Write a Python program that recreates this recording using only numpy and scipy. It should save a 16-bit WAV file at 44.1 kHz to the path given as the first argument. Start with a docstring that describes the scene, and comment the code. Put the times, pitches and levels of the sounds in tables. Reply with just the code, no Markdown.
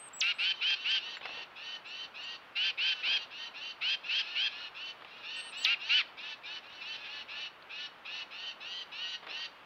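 """Small tits scolding in a winter wood

One bird calls by a seed feeder, others answer from the trees. Thin whistles plunge into a sharp 'chick',
then come strings of buzzy 'dee' notes: two coupled voices of one syrinx. Claws tap the feeder and wings
flutter over the soft hush of the wood, and the trunks throw back a short echo."""
import sys
import numpy as np
from scipy import signal
from scipy.fft import rfft, irfft
from scipy.io import wavfile
from scipy.ndimage import uniform_filter1d

SR = 44100
rng = np.random.default_rng(int(sys.argv[2]) if len(sys.argv) > 2 else 0)


def digitize_waveform(pressure):
    """Quantize a signal to 16-bit integers and store it at the path in sys.argv[1].

    Rows of a 2-D input are taken as channels; values are limited to [-1, 1].
    """
    field = np.atleast_2d(pressure).T
    bounded = np.clip(field, -1, 1)
    quanta = np.round(bounded * 32767).astype(np.int16)
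    wavfile.write(sys.argv[1], SR, quanta)


N = 425565

# Distant air with a faint hiss on top. Each row: frequency in Hz, gain in dB.
HUSH_COLOUR = [(20, -23), (60, -13), (150, -8), (400, -3.5), (850, 1), (1300, 2.5), (2000, -3), (2900, -3),
               (4500, -18), (6000, -28), (8000, -36), (10000, -35), (16000, -35)]
# The resonance of throat and bill. Each row: frequency in Hz, gain in dB.
THROAT_COLOUR = [(500, -37), (1000, -23.5), (1500, -17), (2000, -7), (2800, 3.5), (3500, -2), (4300, -5),
                 (5500, -16), (7000, -45.5), (8500, -67.5), (16000, -85)]
# Thin 'seet' whistles. Each row: start and end in seconds, top pitch in Hz, level in dB,
# time constant of the closing droop in seconds.
SEET_CALLS = [(-.05, 0.092, 8470, -51.5, .004), (0.157, 0.306, 8700, -72, 0.0022),
              (.338, 0.46, 8400, -69.5, .016), (5.359, 5.527, 8620, -57, 0.0036)]
# Whistles that dive into a 'chick'. 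Each row: start and plunge in seconds, whistle and chick levels
# in dB, pitch at which it flares in Hz, flare boost in dB, peak of the overload crackle in dB.
CHICK_CALLS = [(.131, .2123, -49, -25, 5800, 11, -47.5), (5.57, 5.6485, -53.5, -22, 3900, 5, -35)]
# A brief broadband crackle of microphone overload. Each row: frequency in Hz, gain in dB.
OVERLOAD_COLOUR = [(150, -7), (600, 13), (3000, 1), (7000, -14), (12000, -4), (16000, -12)]
# Dees by the feeder. Each row: start and end in seconds, level in dB, upper and lower voice in Hz,
# climb as a share of pitch, crest as a share of length, drop as a share of pitch.
FEEDER_DEES = [(0.212, 0.331, -30, 1422, 816, 0.13, 0.84, 0.23),
               (.382, 0.531, -30, 1553, 866, 0.19, 0.89, 0.14),
               (.606, .754, -29.6, 1595, 869.5, .22, .69, .01),
               (.842, 0.996, -30.5, 1577, 900, 0.24, .56, 0.049),
               (2.552, 2.717, -31, 1560, 873, .15, 0.83, .22),
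               (2.773, 2.944, -30.5, 1580, 872, 0.23, 0.7, 0.061),
               (3.023, 3.186, -30, 1624, 868, 0.27, 0.76, 0.085),
               (3.808, 3.961, -31, 1600, 873, .25, .79, 0.044),
               (4.085, 4.228, -31, 1627, 902.5, .25, .82, .23),
               (4.349, 4.489, -31, 1618, 866, 0.22, 0.75, 0.047),
               (5.653, 5.755, -28.5, 1408, 813, 0.14, 0.81, 0.36),
               (5.889, 6.026, -26, 1517, 877, .19, 0.63, 0.45)]
# Sum and difference tones of the two voices. Each row: multiple of the upper voice, multiple of the
# lower voice, weight in dB for the near bird, weight in dB for the far birds.
SYRINX_TONES = [(0, 1, -31, -21.5), (1, 0, -14.5, -16), (0, 2, -16, -10.5), (2, -1, -19, -27),
                (-1, 4, -21.5, -39), (1, 1, -10.5, -17.5), (0, 3, -4.5, -1.5), (3, -2, -15.5, -7),
                (-1, 5, -6, -8), (2, 0, 2.5, 0.5), (1, 2, -14, -19), (0, 4, -12.5, -12.5),
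                (3, -1, -30, -20.5), (2, 1, -15.5, -8.5), (1, 3, -18.5, -11.5), (0, 5, -15.5, -14),
                (3, 0, -12.5, -11), (2, 2, -22, -31.5), (1, 4, -26.5, -40.5), (0, 6, -24.5, -27),
                (3, 1, -38, -41), (2, 3, -28, -21.5), (4, 0, -45.5, -27), (0, 7, -34, -33)]
# Turbulent breath. Each row: frequency in Hz, gain in dB.
RASP_COLOUR = [(600, -30.5), (1500, -8.5), (2400, 0.5), (3200, 5), (4400, -2.5), (5500, -10.5), (6800, -32),
               (8500, -45), (10000, -47), (16000, -75.5)]
# Dees from the trees. Each row: start and end in seconds, level in dB, upper and lower voice in Hz.
TREE_DEES = [(0.436, .623, -48.5, 1543, 925), (0.698, 0.887, -43, 1502, 920), (.962, 1.17, -42, 1517, 934),
             (1.22, 1.451, -43.5, 1509, 925), (1.553, 1.781, -42.5, 1520, 933),
             (1.842, 2.069, -42.5, 1533, 935), (2.137, 2.373, -42.5, 1538, 943.5),
             (2.841, 3.034, -44.5, 1497, 898), (3.069, 3.257, -43, 1515, 936),
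             (3.302, 3.496, -42.5, 1536, 933), (3.535, 3.731, -41.5, 1530, 931),
             (4.03, 4.195, -40, 1518, 913), (4.206, 4.421, -41.5, 1440, 893),
             (4.474, 4.694, -43.5, 1436, 883), (4.74, 4.927, -42, 1515, 921),
             (5.055, 5.239, -51.5, 1428, 836), (5.225, 5.426, -40.5, 1508, 923),
             (5.335, 5.513, -47.5, 1490, 918), (5.516, 5.729, -39.5, 1568, 944),
             (5.791, 5.979, -38.6, 1588, 923), (6.169, 6.354, -42, 1495, 888),
             (6.43, 6.597, -42, 1498, 883), (6.616, 6.843, -50.5, 1490, 892),
             (6.803, 6.977, -41, 1534, 902), (6.916, 7.09, -47.6, 1365, 847),
             (7.033, 7.236, -43, 1475, 870), (7.278, 7.488, -40.5, 1471, 902),
             (7.692, 7.881, -41, 1473, 886), (8.045, 8.241, -40.5, 1474, 901),
             (8.302, 8.532, -41.6, 1515, 935.5), (8.599, 8.841, -41, 1561, 979),
             (8.913, 9.17, -39, 1521, 958), (9.28, 9.476, -39.5, 1545, 944)]
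# Faint contact pips. Each row: midpoint in seconds, pitch in Hz, level in dB.
CONTACT_PIPS = [(.908, 7540, -66), (1.178, 7230, -67), (1.887, 7400, -69), (2.243, 7290, -68)]
# Claws and bill on the feeder. Each row: time in seconds, peak in dB, resonance in Hz.
FEEDER_TAPS = [(1.169, -31, 2600), (1.215, -37, 2400), (1.254, -28.5, 1800), (5.021, -42, 1600),
               (5.046, -39, 2860), (6.729, -45, 4130), (7.622, -44, 4550), (9.231, -42, 1800),
               (9.267, -38.5, 1600)]
# Hops to and from the feeder. Each row: start and length in seconds, first stroke's peak in dB.
SHORT_FLIGHTS = [(1.21, 0.21, -36.5), (3.071, 0.13, -39.5), (5.006, 0.052, -42), (9.227, 0.12, -37)]
# Air through feathers. Each row: frequency in Hz, gain in dB.
FEATHER_COLOUR = [(60, -29), (220, -17.5), (450, -7.5), (900, -6), (1600, -11), (3500, -9.5), (8000, -60)]
# Echo among the trunks. Each row: frequency in Hz, time to fade by 60 dB in seconds.
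WOOD_DECAY = [(300, 0.66), (2800, 0.28), (5000, 0.41), (9000, 0.092)]


def gain_of(db):
    """Decibels to a gain."""
    return 10 ** (np.asarray(db) / 20)


def unit_rms(x):
    """Scales to rms 1."""
    return x / np.sqrt(np.mean(x ** 2) + 1e-20)


def curve_at(points, hz):
    """Reads a curve on a log-frequency axis."""
    f, value = np.transpose(points)
    return np.interp(np.log(np.abs(hz) + 1), np.log(f + 1), value)


def add(mix, start, sound):
    """Mixes a sound in at a time in seconds."""
    part = mix[max(round(start * SR), 0):][:len(sound)]
    part += sound[:len(part)]


def coloured(x, colour):
    """Shapes a sound with an EQ curve."""
    return irfft(rfft(x) * gain_of(curve_at(colour, np.fft.rfftfreq(len(x), 1 / SR))), len(x))


def noise(colour, size):
    """Coloured noise of rms 1."""
    return unit_rms(coloured(rng.standard_normal(size), colour))


def wander(rate_hz, size):
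    """Smooth random drift of rms 1, rolled off above a rate."""
    hz = np.fft.rfftfreq(size, 1 / SR)
    return unit_rms(irfft(rfft(rng.standard_normal(size)) * (hz > 0) / (1 + (hz / rate_hz) ** 4), size))


def add_puff(mix, start, peak_db, colour, rise, decay, tail):
    """Mixes in a short noise burst with a weaker, slower tail."""
    lead_s = .004
    t = np.maximum(np.arange(4096) / SR - lead_s, 0)
    envelope = (1 - np.exp(-t / rise)) * (np.exp(-t / decay) + tail * np.exp(-t / (5 * decay)))
    puff = coloured(rng.standard_normal(len(t)) * envelope, colour)
    add(mix, start - lead_s, gain_of(peak_db) * puff / abs(puff).max())


def hush():
    """A bed of distant air in the trees, swelling very slightly."""
    return gain_of(-54.5 + .53 * wander(6.9, N)) * noise(HUSH_COLOUR, N)


def whistle(t, hz, db, scoop=.1):
    """One voice scoops up to pitch; on low notes its octave hits the throat's resonance and takes over."""
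    pitch = hz * (1 - scoop * np.exp(-t / .005)) * (1 + .002 * wander(200, len(t)))
    phase = 2 * np.pi * np.cumsum(pitch) / SR
    root = gain_of(curve_at(THROAT_COLOUR, pitch))
    octave = gain_of(curve_at(THROAT_COLOUR, 2 * pitch) + 5.5)
    tone = np.sqrt(2) * (root * np.sin(phase) + octave * np.sin(2 * phase)) / np.hypot(root, octave)
    return tone * gain_of(db) * signal.windows.tukey(len(t), .1)


def seets():
    """High whistles that creep upwards and droop at the very end."""
    out = np.zeros(N)
    for start, end, top_hz, db, droop_s in SEET_CALLS:
        t = np.arange(0, end - start, 1 / SR)
        creep = .076 * (1 - t / t[-1]) ** 2
        droop = .28 * np.exp((t - t[-1]) / droop_s)
        add(out, start, whistle(t, top_hz * (1 - creep - droop), db)[start + t >= 0])
    return out


def chicks():
    """A held whistle dives over two octaves into a loud chick; a noise burst plays microphone overload."""
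    top_hz, bottom_hz = 7820, 1360
    tip_s, land_s, hold_s = .0052, .0028, .026  # easing into the dive, easing out, time left after it
    fade_db_per_s = 453
    register_break = (2180, -3.5)  # Hz, dB: a dip where the octave takes over
    out = np.zeros(N)
    for start, plunge, whistle_db, chick_db, flare_hz, flare_db, overload_db in CHICK_CALLS:
        t = np.arange(0, plunge - start + hold_s, 1 / SR)
        since = start + t - plunge
        fallen = .5 + .5 * np.tanh(.5 * since / np.where(since < 0, tip_s, land_s))
        hz = top_hz + (bottom_hz - top_hz) * fallen
        push = np.clip((fallen - .12) / .47, 0, 1)
        db = whistle_db + (chick_db - whistle_db) * push - fade_db_per_s * np.maximum(since, 0)
        for at_hz, change_db in (flare_hz, flare_db), register_break:
            db += change_db * np.exp(-(np.log(hz / at_hz) / .11) ** 2)
        add(out, start, whistle(t, hz, db))
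        add_puff(out, plunge, overload_db, OVERLOAD_COLOUR, rise=.00041, decay=.0018, tail=.044)
    return out


def dee(length, db, upper_hz, lower_hz, climb, crest, drop, hoarse, tone_db, jitter, shimmer_db, rasp_db,
        attack, release, swell_db, sag_db, bright_db, opening_db):
    """Two voices arch in pitch and modulate each other into a buzzy comb of sum and difference tones."""
    t = np.arange(0, length, 1 / SR)
    progress, size = t / t[-1], len(t)
    sag = climb * np.maximum(1 - progress / crest, 0) ** 2
    sag += drop * np.maximum((progress - crest) / (1 - crest), 0) ** 2
    pitch = np.array([upper_hz * (1 - sag), lower_hz * (1 - .85 * sag)])
    # the voices share a slow waver, and each has its own fast jitter
    waver = 1 + .0038 * wander(35, size)
    roughness = hoarse * jitter * np.array([wander(290, size), wander(220, size)])
    phase = 2 * np.pi * (np.cumsum(pitch * (waver + roughness), 1) / SR + rng.random((2, 1)))
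    voice = np.zeros(size)
    for multiples, weight_db in zip(np.array(SYRINX_TONES)[:, :2], tone_db):
        hz = multiples @ pitch
        # each tone slides along the throat's resonance, and an opening bill brightens the note
        slide_db = .48 * (curve_at(THROAT_COLOUR, hz) - curve_at(THROAT_COLOUR, hz.max()))
        tilt_db = (bright_db + opening_db * (progress - .5)) * np.log2(hz / (2 * upper_hz))
        flutter_db = hoarse * shimmer_db * wander(38, size)
        tone = np.cos(multiples @ phase + rng.uniform(0, 2 * np.pi))
        voice += gain_of(weight_db + slide_db + tilt_db + flutter_db) * tone
    # turbulent air is chopped at the beat between the voices and grows towards the end
    chop = 1 + .75 * np.cos(2 * phase[1] - phase[0])
    rasp = noise(RASP_COLOUR, size) * chop * (.95 + .5 * progress)
    voice = unit_rms(voice) + hoarse * gain_of(rasp_db) * rasp
    # even air pressure holds the loudness steady from beat to beat; loudness and pitch sag together
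    voice /= np.sqrt(uniform_filter1d(abs(signal.hilbert(voice)) ** 2, size=260) + 1e-6)
    envelope = np.sin(np.pi / 2 * np.minimum(t / attack, 1)) * np.minimum((t[-1] - t) / release, 1)
    return gain_of(db + swell_db * (progress - 1) - sag_db * sag) * envelope * unit_rms(voice)


def near_bird():
    """Loud, upfront dees that get hoarser and brighter as the bird strains upwards."""
    easy_hz = 1557
    out = np.zeros(N)
    for start, end, db, upper_hz, lower_hz, climb, crest, drop in FEEDER_DEES:
        strain_hz = upper_hz - easy_hz
        hoarse = np.clip(.68 + .00099 * strain_hz, .15, 1)
        note = dee(end - start, db, upper_hz, lower_hz, climb, crest, drop, hoarse,
                   tone_db=np.array(SYRINX_TONES)[:, 2], jitter=.008, shimmer_db=3.5, rasp_db=-10.5,
                   attack=.021, release=.012, swell_db=-1.5, sag_db=24,
                   bright_db=.0027 * strain_hz, opening_db=0)
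        add(out, start, note)
    return out


def branches(x):
    """Five early reflections cut notches for the tones to glide through: each note wavers its own way."""
    paths = np.zeros(round(.012 * SR))
    paths[rng.integers(20, len(paths), size=5)] = .24 * rng.choice([-1, 1], size=5)
    paths[0] = 1
    heard = signal.fftconvolve(x, paths)
    return heard * np.linalg.norm(x) / np.linalg.norm(heard)


def far_birds():
    """Longer, more nasal dees that climb from one resting pitch, hoarser when the lower voice is deep."""
    rest_hz, usual_lower_hz = 1255, 912
    out = np.zeros(N)
    for start, end, db, upper_hz, lower_hz in TREE_DEES:
        hoarse = np.clip(.47 + .0026 * (usual_lower_hz - lower_hz), .15, 1)
        note = dee(end - start, db, upper_hz, lower_hz,
                   climb=1 - rest_hz / upper_hz, crest=.75, drop=.04, hoarse=hoarse,
                   tone_db=np.array(SYRINX_TONES)[:, 3], jitter=.012, shimmer_db=5, rasp_db=-4.5,
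                   attack=.02, release=.019, swell_db=1.5, sag_db=19, bright_db=-.06, opening_db=2)
        add(out, start, branches(note))
    return out


def pips():
    """Tiny falling whistles that swell and fade."""
    length_s, fall_hz_per_s = .036, 16000
    out = np.zeros(N)
    t = np.arange(0, length_s, 1 / SR)
    for middle, hz, db in CONTACT_PIPS:
        glide = hz - fall_hz_per_s * (t - length_s / 2)
        add(out, middle - length_s / 2, whistle(t, glide, db, scoop=0) * np.hanning(len(t)))
    return out


def taps():
    """Dry ticks of claw and bill on the feeder, each with one broad resonance."""
    out = np.zeros(N)
    for start, db, hz in FEEDER_TAPS:
        colour = [(hz / 12, -40), (hz / 3, -10), (hz, 0), (5000, -20), (7500, -50)]
        add_puff(out, start, db, colour, rise=.001, decay=.004, tail=.06)
    return out


def wings():
    """A steady flutter: each downstroke puffs air through the feathers, and a softer upstroke follows."""
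    beats_per_s, upstroke_s, upstroke_db = 25, .015, -4.5
    out = np.zeros(N)
    for start, length, db in SHORT_FLIGHTS:
        for t in np.arange(0, length, 1 / beats_per_s):
            beat_db = db - 6 * (t / length) ** 3  # weaker as the bird leaves or settles
            for at, stroke_db in (t, beat_db), (t + upstroke_s, beat_db + upstroke_db):
                add_puff(out, start + at, stroke_db, FEATHER_COLOUR, rise=.0014, decay=.0054, tail=.54)
    return out


def wood_echo(x):
    """Sparse echoes from trunks and ground, each band dying at its own speed."""
    size, echoes_per_s, predelay_s = SR // 2, 1500, .006
    echoes = rng.standard_normal(size) * (rng.random(size) < echoes_per_s / SR)
    echoes *= np.arange(size) > predelay_s * SR
    hz, t, bands = signal.stft(echoes, SR, nperseg=256)
    fade = gain_of(-60 * t / curve_at(WOOD_DECAY, hz)[:, None])
    tail = signal.istft(bands * fade, SR, nperseg=256)[1]
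    return signal.fftconvolve(x, tail / np.linalg.norm(tail))[:N]


def scene():
    """A mono mix over the hush: the feeder sits fairly dry in front, the far birds are wetter."""
    close = near_bird() + seets() + chicks() + pips() + wings() + taps()
    far = far_birds()
    echo_send = gain_of(-19) * close + gain_of(-15) * far
    return (close + far + wood_echo(echo_send) + hush())[None]


def record(dry):
    """A steep low-pass trims the very top."""
    lowpass = signal.firwin(511, cutoff=15800, window=("kaiser", 9), fs=SR)
    return signal.oaconvolve(dry, lowpass[None], "same")


dry = scene()
out = record(dry)
digitize_waveform(out)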